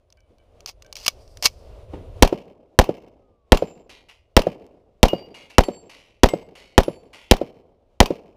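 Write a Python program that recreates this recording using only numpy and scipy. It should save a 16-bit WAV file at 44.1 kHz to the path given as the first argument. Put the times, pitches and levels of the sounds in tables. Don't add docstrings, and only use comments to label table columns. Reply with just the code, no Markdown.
import sys
import numpy as np
from scipy import signal
from scipy.fft import rfft, irfft
from scipy.io import wavfile

SR = 44100
rng = np.random.default_rng(int(sys.argv[2]) if len(sys.argv) > 2 else 0)


def log_audio(samples):
    frames = np.atleast_2d(samples).T
    limited = np.clip(frames, -1, 1)
    pcm = np.round(limited * 32767).astype(np.int16)
    wavfile.write(sys.argv[1], SR, pcm)


N = 368676
EVENT_SIZE = 40960
T = np.arange(N) / SR
AGE = T[:EVENT_SIZE]


def undb(db):
    return 10 ** (np.asarray(db) / 20)


def add(out, s, sound):
    start = max(int(round(s * SR)), 0)
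    part = sound[:max(len(out) - start, 0)]
    out[start:start + len(part)] += part


def fade(t60):
    return np.exp(-np.log(1000) * AGE / t60)


def noise(spectrum, size=EVENT_SIZE):
    hz, db = np.transpose(spectrum)
    log_hz = np.log(np.maximum(np.fft.rfftfreq(size, 1 / SR), 1))
    beyond_ends = np.minimum(log_hz - np.log(hz[0]), 0) + np.minimum(np.log(hz[-1]) - log_hz, 0)
    shape = undb(np.interp(log_hz, np.log(hz), db)) * np.exp(2 * beyond_ends)
    shaped = irfft(rfft(rng.standard_normal(size)) * shape, size)
    return shaped / shaped.std()


def flutter(rate, depth_db, size=EVENT_SIZE):
    steps = T[:size] * rate
    return undb(depth_db * np.interp(steps, np.arange(4096), rng.standard_normal(4096)))


def grains(rate):
    clicks = (rng.random(EVENT_SIZE) < rate / SR) * rng.standard_normal(EVENT_SIZE)
    return clicks / clicks.std()


def ring(tones):
    out = np.zeros(EVENT_SIZE)
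    for hz, db, t60 in tones:
        age = AGE[AGE < 2 * t60]
        add(out, 0, undb(db) * np.exp(-np.log(1000) * age / t60) * np.sin(2 * np.pi * hz * age))
    return out


def strike(tones, scatter_db):
    return sum((-1) ** k * ring([(hz, db + scatter_db * rng.standard_normal(), t60)])
               for k, (hz, db, t60) in enumerate(tones))


def swell(start_db, rise_db_per_s, after_db):
    first_shot = SHOTS[0][0]
    peak_db = start_db + rise_db_per_s * first_shot
    return undb(np.interp(T, [0, first_shot, first_shot + .05], [start_db, peak_db, after_db]))


# pitch in Hz, level in dB.
WIND_SPECTRUM = [(20, -4), (65, -1.5), (95, -4.5), (140, -18.5), (250, -34.5), (2000, -64.5)]

def wind():
    return swell(start_db=-64, rise_db_per_s=11.7, after_db=-64) * noise(WIND_SPECTRUM, size=N)


# pitch in Hz, level in dB.
MURMUR_SPECTRUM = [(150, -13), (220, -8.5), (300, -10), (430, -1.5), (620, -0.5), (800, -12.5),
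                   (1100, -16.5), (1700, -27.5), (2800, -24.5), (5000, -32.5), (9000, -40.5), (15000, -48)]

def murmur():
    volume = swell(start_db=-66, rise_db_per_s=8.4, after_db=-68.5)
    return volume * noise(MURMUR_SPECTRUM, size=N) * flutter(rate=16, depth_db=-3.0, size=N)


# pitch in Hz, level in dB.
WHINE_TONES = [(9600, 2), (14400, -4)]

def whine():
    out = np.zeros(N)
    for hz, db in WHINE_TONES:
        flicker = noise([(20, -1.5), (110, -2)], size=N)
        out += undb(db) * flicker * np.sin(2 * np.pi * hz * T)
    return swell(start_db=-96, rise_db_per_s=7.5, after_db=-110) * out


# pitch in Hz, level in dB.
THUD_SPECTRUM = [(60, 5.5), (200, 5), (400, 8), (900, -10), (1500, -22), (2900, -23.5), (4500, -36.5)]
# start in seconds, level in dB.
DISTANT_SHOTS = [(0.304, -51.5), (1.934, -25.5)]

def distant_shots():
    out = np.zeros(N)
    rise = 1 - np.exp(-(AGE / 0.002) ** 2)
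    for s, db in DISTANT_SHOTS:
        add(out, s, undb(db) * noise(THUD_SPECTRUM) * rise * (fade(0.047) + undb(-8.5) * fade(0.45)))
    return out


# pitch in Hz, level in dB.
PALM_SPECTRUM = [(3500, -13.5), (4800, 4), (5600, -1), (6500, -11), (8000, -8.5)]

def grip(middle_s=1.4, half_length_s=.26):
    volume = undb(-64) * np.exp(-((T - middle_s) / half_length_s) ** 2)
    return volume * noise(PALM_SPECTRUM, size=N) * flutter(rate=32, depth_db=3.0, size=N)


# pitch in Hz, level in dB.
STEEL_SPECTRUM = [(260, -23), (550, 1.5), (1100, -0.5), (1700, -7.5), (2750, 7), (3600, -0.5), (4800, 8.5),
                  (6300, 5.5), (7800, -6), (15000, -10.5)]
# pitch in Hz, level in dB, fade time in seconds.
GUN_TONES = [(1160, -9, .03), (2260, -8, 0.045), (2950, -11, .03), (3500, -8, 0.03), (4380, -7, .035),
             (4950, -4, 0.024), (5350, -3.5, 0.024), (6050, -4, 0.028), (6600, -5, 0.028)]
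GUN_RING_DB = -8.5

def click(db):
    longer = 2 ** (db / 48.5)
    contact = noise(STEEL_SPECTRUM) * (fade(0.023 * longer) + undb(-58.5) * fade(0.71))
    tones = [(hz, tone_db, t60 * longer) for hz, tone_db, t60 in GUN_TONES]
    return undb(db) * (contact + undb(GUN_RING_DB) * strike(tones, scatter_db=2.5))


# pitch in Hz, level in dB, fade time in seconds.
MAGAZINE_TONES = [(1560, -13.5, 0.25), (2300, -12, .25), (2994, -11, 0.28)]
# start in seconds, level in dB.
MAGAZINE_TAPS = [(0.172, -58), (0.205, -59), (0.384, -58.5), (.847, -54)]

def magazine_taps():
    out = np.zeros(N)
    for s, db in MAGAZINE_TAPS:
        rubbing = flutter(rate=400, depth_db=5)
        add(out, s, click(db) + undb(db) * strike(MAGAZINE_TONES, scatter_db=2.5) * rubbing)
    return out


# start in seconds, level in dB.
LOADING_CLICKS = [(.103, -52), (0.1252, -47.5), (0.6059, -43.5), (0.6605, -25), (0.674, -35.5),
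                  (0.823, -39), (.864, -46), (0.927, -30), (0.9553, -28.5), (0.967, -30), (1.049, -34.5),
                  (1.0611, -24.5), (1.0641, -14), (1.0803, -5), (1.278, -49.5), (1.3718, -35.5),
                  (1.4254, -16), (1.4466, -15.5), (1.4561, -2.5), (1.4610, -7), (1.4690, -17.5)]

def loading_clicks():
    out = np.zeros(N)
    for s, db in LOADING_CLICKS:
        add(out, s, click(db))
    return out


# start and length in seconds, first and last level in dB.
LOADING_SCRAPES = [(0.672, 0.02, -48.5, -45), (0.962, 0.091, -52.5, -51.5), (1.099, 0.025, -50, -64.5),
                   (1.434, 0.023, -37.5, -26), (1.459, 0.023, -25, -57)]

def loading_scrapes(release_s=.07):
    out = np.zeros(N)
    steel = ring(GUN_TONES)
    steel /= np.linalg.norm(steel)
    for s, length, start_db, end_db in LOADING_SCRAPES:
        release_db = 60 * np.maximum(AGE - length, 0) / release_s
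        pressure = undb(np.interp(AGE, [0, length], [start_db, end_db]) - release_db)
        rub = pressure * noise(STEEL_SPECTRUM) * flutter(rate=520, depth_db=4.5)
        ringing = signal.fftconvolve(rub, steel)[:EVENT_SIZE]
        add(out, s, undb(5.0) * rub + undb(GUN_RING_DB) * ringing)
    return out


# start in seconds, level in dB.
DRY_TICKS = [(2.404, -50), (2.971, -47), (3.024, -49), (3.084, -51), (4.666, -46.5)]

def ticks():
    out = np.zeros(N)
    for s, db in DRY_TICKS:
        add(out, s, undb(db) * noise(SPLASH_SPECTRUM) * fade(0.005))
    return out


def ricochet(start_s=3.17, length_s=.39, fade_s=.08, start_hz=1310, fall_hz_per_s=700):
    age = np.clip(T - start_s, 0, length_s)
    hz = start_hz - fall_hz_per_s * age
    volume = np.minimum(np.minimum(age, length_s - age) / fade_s, 1)
    return undb(-74) * volume * np.sin(2 * np.pi * np.cumsum(hz) / SR)


# pitch in Hz, level in dB.
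RACK_TONES = [(1427, -12), (2045, -9.5), (2287, -3.5), (2444, -6.5), (2702, -0.5), (3040, -6.5),
              (3768, -14), (4226, -20), (4520, -8), (4716, -14.5), (5776, -16)]
# pitch in Hz, level in dB.
CLANG_SPECTRUM = [(400, -9), (900, 6), (1400, -3), (2300, 2.5), (2900, 2), (3500, -4.5), (5500, -5.5),
                  (8000, -14.5), (11000, -15), (15000, -29.5)]

def clang(t60, count=66, detune=.002, damped_above_hz=4000):
    pitches = 1900 * (10500 / 1900) ** ((np.arange(count) + rng.random(count)) / count)
    frame_tones = [(hz, np.interp(hz, *np.transpose(CLANG_SPECTRUM)) - 7) for hz in pitches]
    tones = [(hz * (1 + detune * rng.standard_normal()), db, t60 * min(damped_above_hz / hz, 1))
             for hz, db in RACK_TONES + frame_tones]
    knocks = grains(rate=220) * fade(t60)
    knocks /= np.linalg.norm(knocks)
    knocks[0] += 1
    metal = signal.fftconvolve(knocks, strike(tones, scatter_db=3))[:EVENT_SIZE]
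    metal *= np.linalg.norm(fade(t60)) / np.linalg.norm(metal)
    chatter = undb(-1) * noise(CLANG_SPECTRUM) * fade(t60)
    return (metal + chatter) * flutter(rate=400, depth_db=2.5)


# pitch in Hz, level in dB, fade time in seconds.
PING_TONES = [(2858, -3, .7), (2869, -5, .7)]
# start in seconds, clang in dB, its fade time in seconds, ping in dB.
LANDINGS = [(3.894, -47, 0.35, -76), (4.086, -49.5, 0.28, -63.5), (5.343, -46.5, 0.49, -45.5),
            (5.5, -46.5, 0.21, -62), (5.895, -48, 0.6, -65.5), (6.553, -49, 0.58, -56),
            (7.131, -48, 0.62, -51)]

def plate_landings():
    out = np.zeros(N)
    for s, db, t60, ping_db in LANDINGS:
        add(out, s, undb(db) * clang(t60) + undb(ping_db) * ring(PING_TONES))
    return out


def strike_time(shot, lag_s=.0517, extra_s_per_shot=0.0004):
    return SHOTS[shot][0] + lag_s + shot * extra_s_per_shot


def tipping(dip_s, swept_s=.215, flat_s=.3):
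    beam = np.interp(AGE, [0, min(dip_s, swept_s), swept_s, flat_s], [0, .5, 1.5, 3.5])
    sweep = np.hypot(np.cos(np.pi * beam), .15)
    return sweep * undb(-8 * np.maximum(beam - 1, 0))


SQUARE_HITS = [2, 4, 5, 6, 7, 9]
# one plate's tones, each with pitch in Hz, level in dB,
# fade time in seconds, seconds until its first dip.
PLATE_TONES = [
    [(7300, -53.5, 2.2, 0.062)],
    [(2860, -27.5, .42, 0.13), (4705, -46, 1.9, .03), (12070, -52, 0.41, .11)],
    [(1950, -44, 0.15, .1), (4484, -43.5, 0.63, 0.058), (7444, -46, 1.6, 0.065), (10650, -52, 0.36, .09)],
    [(2115, -36.5, 0.36, 0.099), (7900, -40.5, 0.3, .11)],
    [(4500, -58.5, 2, .05), (7300, -60, 1.3, 0.034), (10600, -52, 0.61, 0.2)],
    [(2550, -29.5, 0.063, .1), (4670, -47.5, 0.11, .1)],
]

def struck_plates():
    out = np.zeros(N)
    for shot, tones in zip(SQUARE_HITS, PLATE_TONES):
        for hz, db, t60, dip_s in tones:
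            rattle = flutter(rate=160, depth_db=1)
            add(out, strike_time(shot), ring([(hz, db, t60)]) * tipping(dip_s) * rattle)
    return out


# pitch in Hz, level in dB.
SPLASH_SPECTRUM = [(200, 3.5), (1100, 11), (1700, -11), (2700, 7.5), (4000, -4), (5500, -2), (8000, -13.5),
                   (15000, -14)]

def bullet_splashes():
    out = np.zeros(N)
    volume = fade(0.028) + undb(-23.5) * fade(0.32)
    for shot, (*_, db) in enumerate(SHOTS):
        add(out, strike_time(shot), undb(db) * noise(SPLASH_SPECTRUM) * volume)
    return out


# pitch in Hz, level in dB.
GRAVEL_SPECTRUM = [(60, -9), (200, -1.5), (550, 4.5), (900, 1.5), (1400, -10.5), (2800, -19.5),
                   (6000, -26.5), (8000, -36.5), (15000, -47)]
BANK_SPECTRUM = [(50, -11), (170, -3), (300, -1), (500, 2), (700, -5), (1000, -15.5), (1500, -32),
                 (3000, -48.5)]
HISS_SPECTRUM = [(700, -3), (1500, -8), (2800, 6.5), (3600, -8), (5500, -6), (8000, -23.5), (15000, -24.5)]

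def bay():
    stones = signal.fftconvolve(grains(rate=280), noise(HISS_SPECTRUM) * fade(0.03))[:EVENT_SIZE]
    gravel = undb(-19.5) * noise(GRAVEL_SPECTRUM) * fade(0.19) * (1 - np.exp(-AGE / 0.0034))
    hills = undb(-28.5) * noise(BANK_SPECTRUM) * fade(0.89) * (1 - np.exp(-AGE / 0.16))
    barrels_and_frames = undb(-32.5) * noise(HISS_SPECTRUM) * fade(0.049)
    back_bank = undb(-19.0) * noise(BANK_SPECTRUM) * fade(0.094) * (1 - np.exp(-AGE / 0.0011))
    out = gravel + hills + undb(-42.5) * stones / stones.std() * fade(0.63)
    add(out, .023, barrels_and_frames)
    add(out, .1005, back_bank)
    return out


# delay in seconds, thud level in dB,
# pitch in Hz, half the thud's length in seconds, crack level in dB, crack fade time in seconds.
ECHO_PATHS = [(0.0182, -21.5, 603, 0.00065, -26.5, .02), (0.0264, -7.5, 557, 0.0014, -18.5, 0.036),
              (0.0371, -19.5, 226.6, 0.0036, -35, 0.036), (0.1044, -5, 465, 0.0017, -35, 0.031),
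              (0.1068, -20.5, 206, 0.0035, -56.5, 0.036), (0.1241, -25, 199, 0.0046, -65, 0.026)]

def echoes(delay_spread_s=.0008, pitch_spread=.06):
    thuds, crack_volume = np.zeros((2, EVENT_SIZE))
    for delay, db, hz, width, crack_db, t60 in ECHO_PATHS:
        nearness = ECHO_PATHS[0][0] / delay
        delay += nearness * delay_spread_s * rng.standard_normal()
        hz *= 1 + pitch_spread * rng.standard_normal()
        t = AGE - delay
        thuds += undb(db) * np.sin(2 * np.pi * hz * t) * np.exp(-(t / width) ** 2)
        add(crack_volume, delay - width, undb(crack_db) * fade(t60))
    return thuds, crack_volume


def thump(low_hz, high_hz, order=3):
    band = signal.butter(order, [low_hz, high_hz], "band", fs=SR, output="sos")
    pulse = signal.sosfilt(band, signal.unit_impulse(EVENT_SIZE) + 1e-18)
    return pulse / abs(pulse).max()


# delay in seconds, level in dB, lowest and highest pitch in Hz.
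BLAST_PATHS = [(.00105, 6, 185, 476), (.0075, 8.5, 407, 770), (.0078, -7, 93, 293)]
# pitch in Hz, level in dB, fade time in seconds.
BLAST_RING_TONES = [(163, -23, 0.13), (222, -20, 0.04), (400, -20, 0.1), (530, -14, 0.055), (676, -18, .07),
                    (1140, -32, 0.12)]

def muzzle_blast(stretch):
    wave, crack_volume = np.zeros((2, EVENT_SIZE))
    for delay, db, low_hz, high_hz in BLAST_PATHS:
        add(wave, delay, undb(db) * thump(low_hz / stretch, high_hz / stretch))
    add(wave, .0019, undb(4.0) * thump(low_hz=23.1, high_hz=92.3, order=2))
    add(wave, .0068, ring(BLAST_RING_TONES))
    add(crack_volume, 0, undb(13.0) * fade(0.013 * stretch))
    add(crack_volume, .0078, undb(-3.5) * fade(0.015))
    return wave, crack_volume


# pitch in Hz, level in dB.
CRACK_SPECTRUM = [(300, 10.5), (1000, 7.5), (1500, -3.5), (3100, 0), (5200, -4.5), (6500, -10.5),
                  (8000, -17.5), (15000, -23)]
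# start in seconds, then levels in dB of blast, crack, echoes and bullet splash.
SHOTS = [(2.224, 3, 7, 1, -23), (2.7890, -1.5, 1, -0.5, -26.5), (3.5206, 2, -0.5, -0.5, -21),
         (4.3665, -2, -1, 1, -27), (5.03, 0, 0.5, 1.5, -21.5), (5.5825, 0, 0, -2, -25.5),
         (6.234, -1, 0.5, 0, -21), (6.779, -2, -2.5, -2, -25), (7.3120, -2.5, 1, -2.5, -30),
         (8.0033, -1, -1, -0.5, -20.5)]

def pistol(same_share=0.6):
    out = np.zeros(N)
    same_crack, same_bay = noise(CRACK_SPECTRUM), bay()
    terrain = flutter(rate=110, depth_db=3.0)
    same, fresh = np.sqrt(same_share), np.sqrt(1 - same_share)
    for s, blast_db, crack_db, echo_db, _ in SHOTS:
        stretch = 1 + .04 * rng.standard_normal()
        wave, near_volume = muzzle_blast(stretch)
        thuds, far_volume = echoes()
        crack = same * same_crack + fresh * noise(CRACK_SPECTRUM)
        tail = terrain * (same * same_bay + fresh * bay())
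        near = undb(blast_db) * wave + undb(crack_db) * near_volume * crack
        far = undb(echo_db) * (thuds + far_volume * crack + tail)
        add(out, s, near + far)
    return out


def scene():
    shooting = pistol() + bullet_splashes() + struck_plates() + plate_landings() + ricochet()
    handling = loading_clicks() + loading_scrapes() + magazine_taps() + ticks() + grip()
    background = wind() + murmur() + whine() + distant_shots()
    return (shooting + handling + background)[None]


def record(dry):
    ceiling, top_hz = .98, 15400
    squashed = ceiling * np.tanh(dry / ceiling)
    treble_cut = signal.ellip(10, .2, 90, top_hz, fs=SR, output="sos")
    return signal.sosfilt(treble_cut, squashed)


dry = scene()
out = record(dry)
log_audio(out)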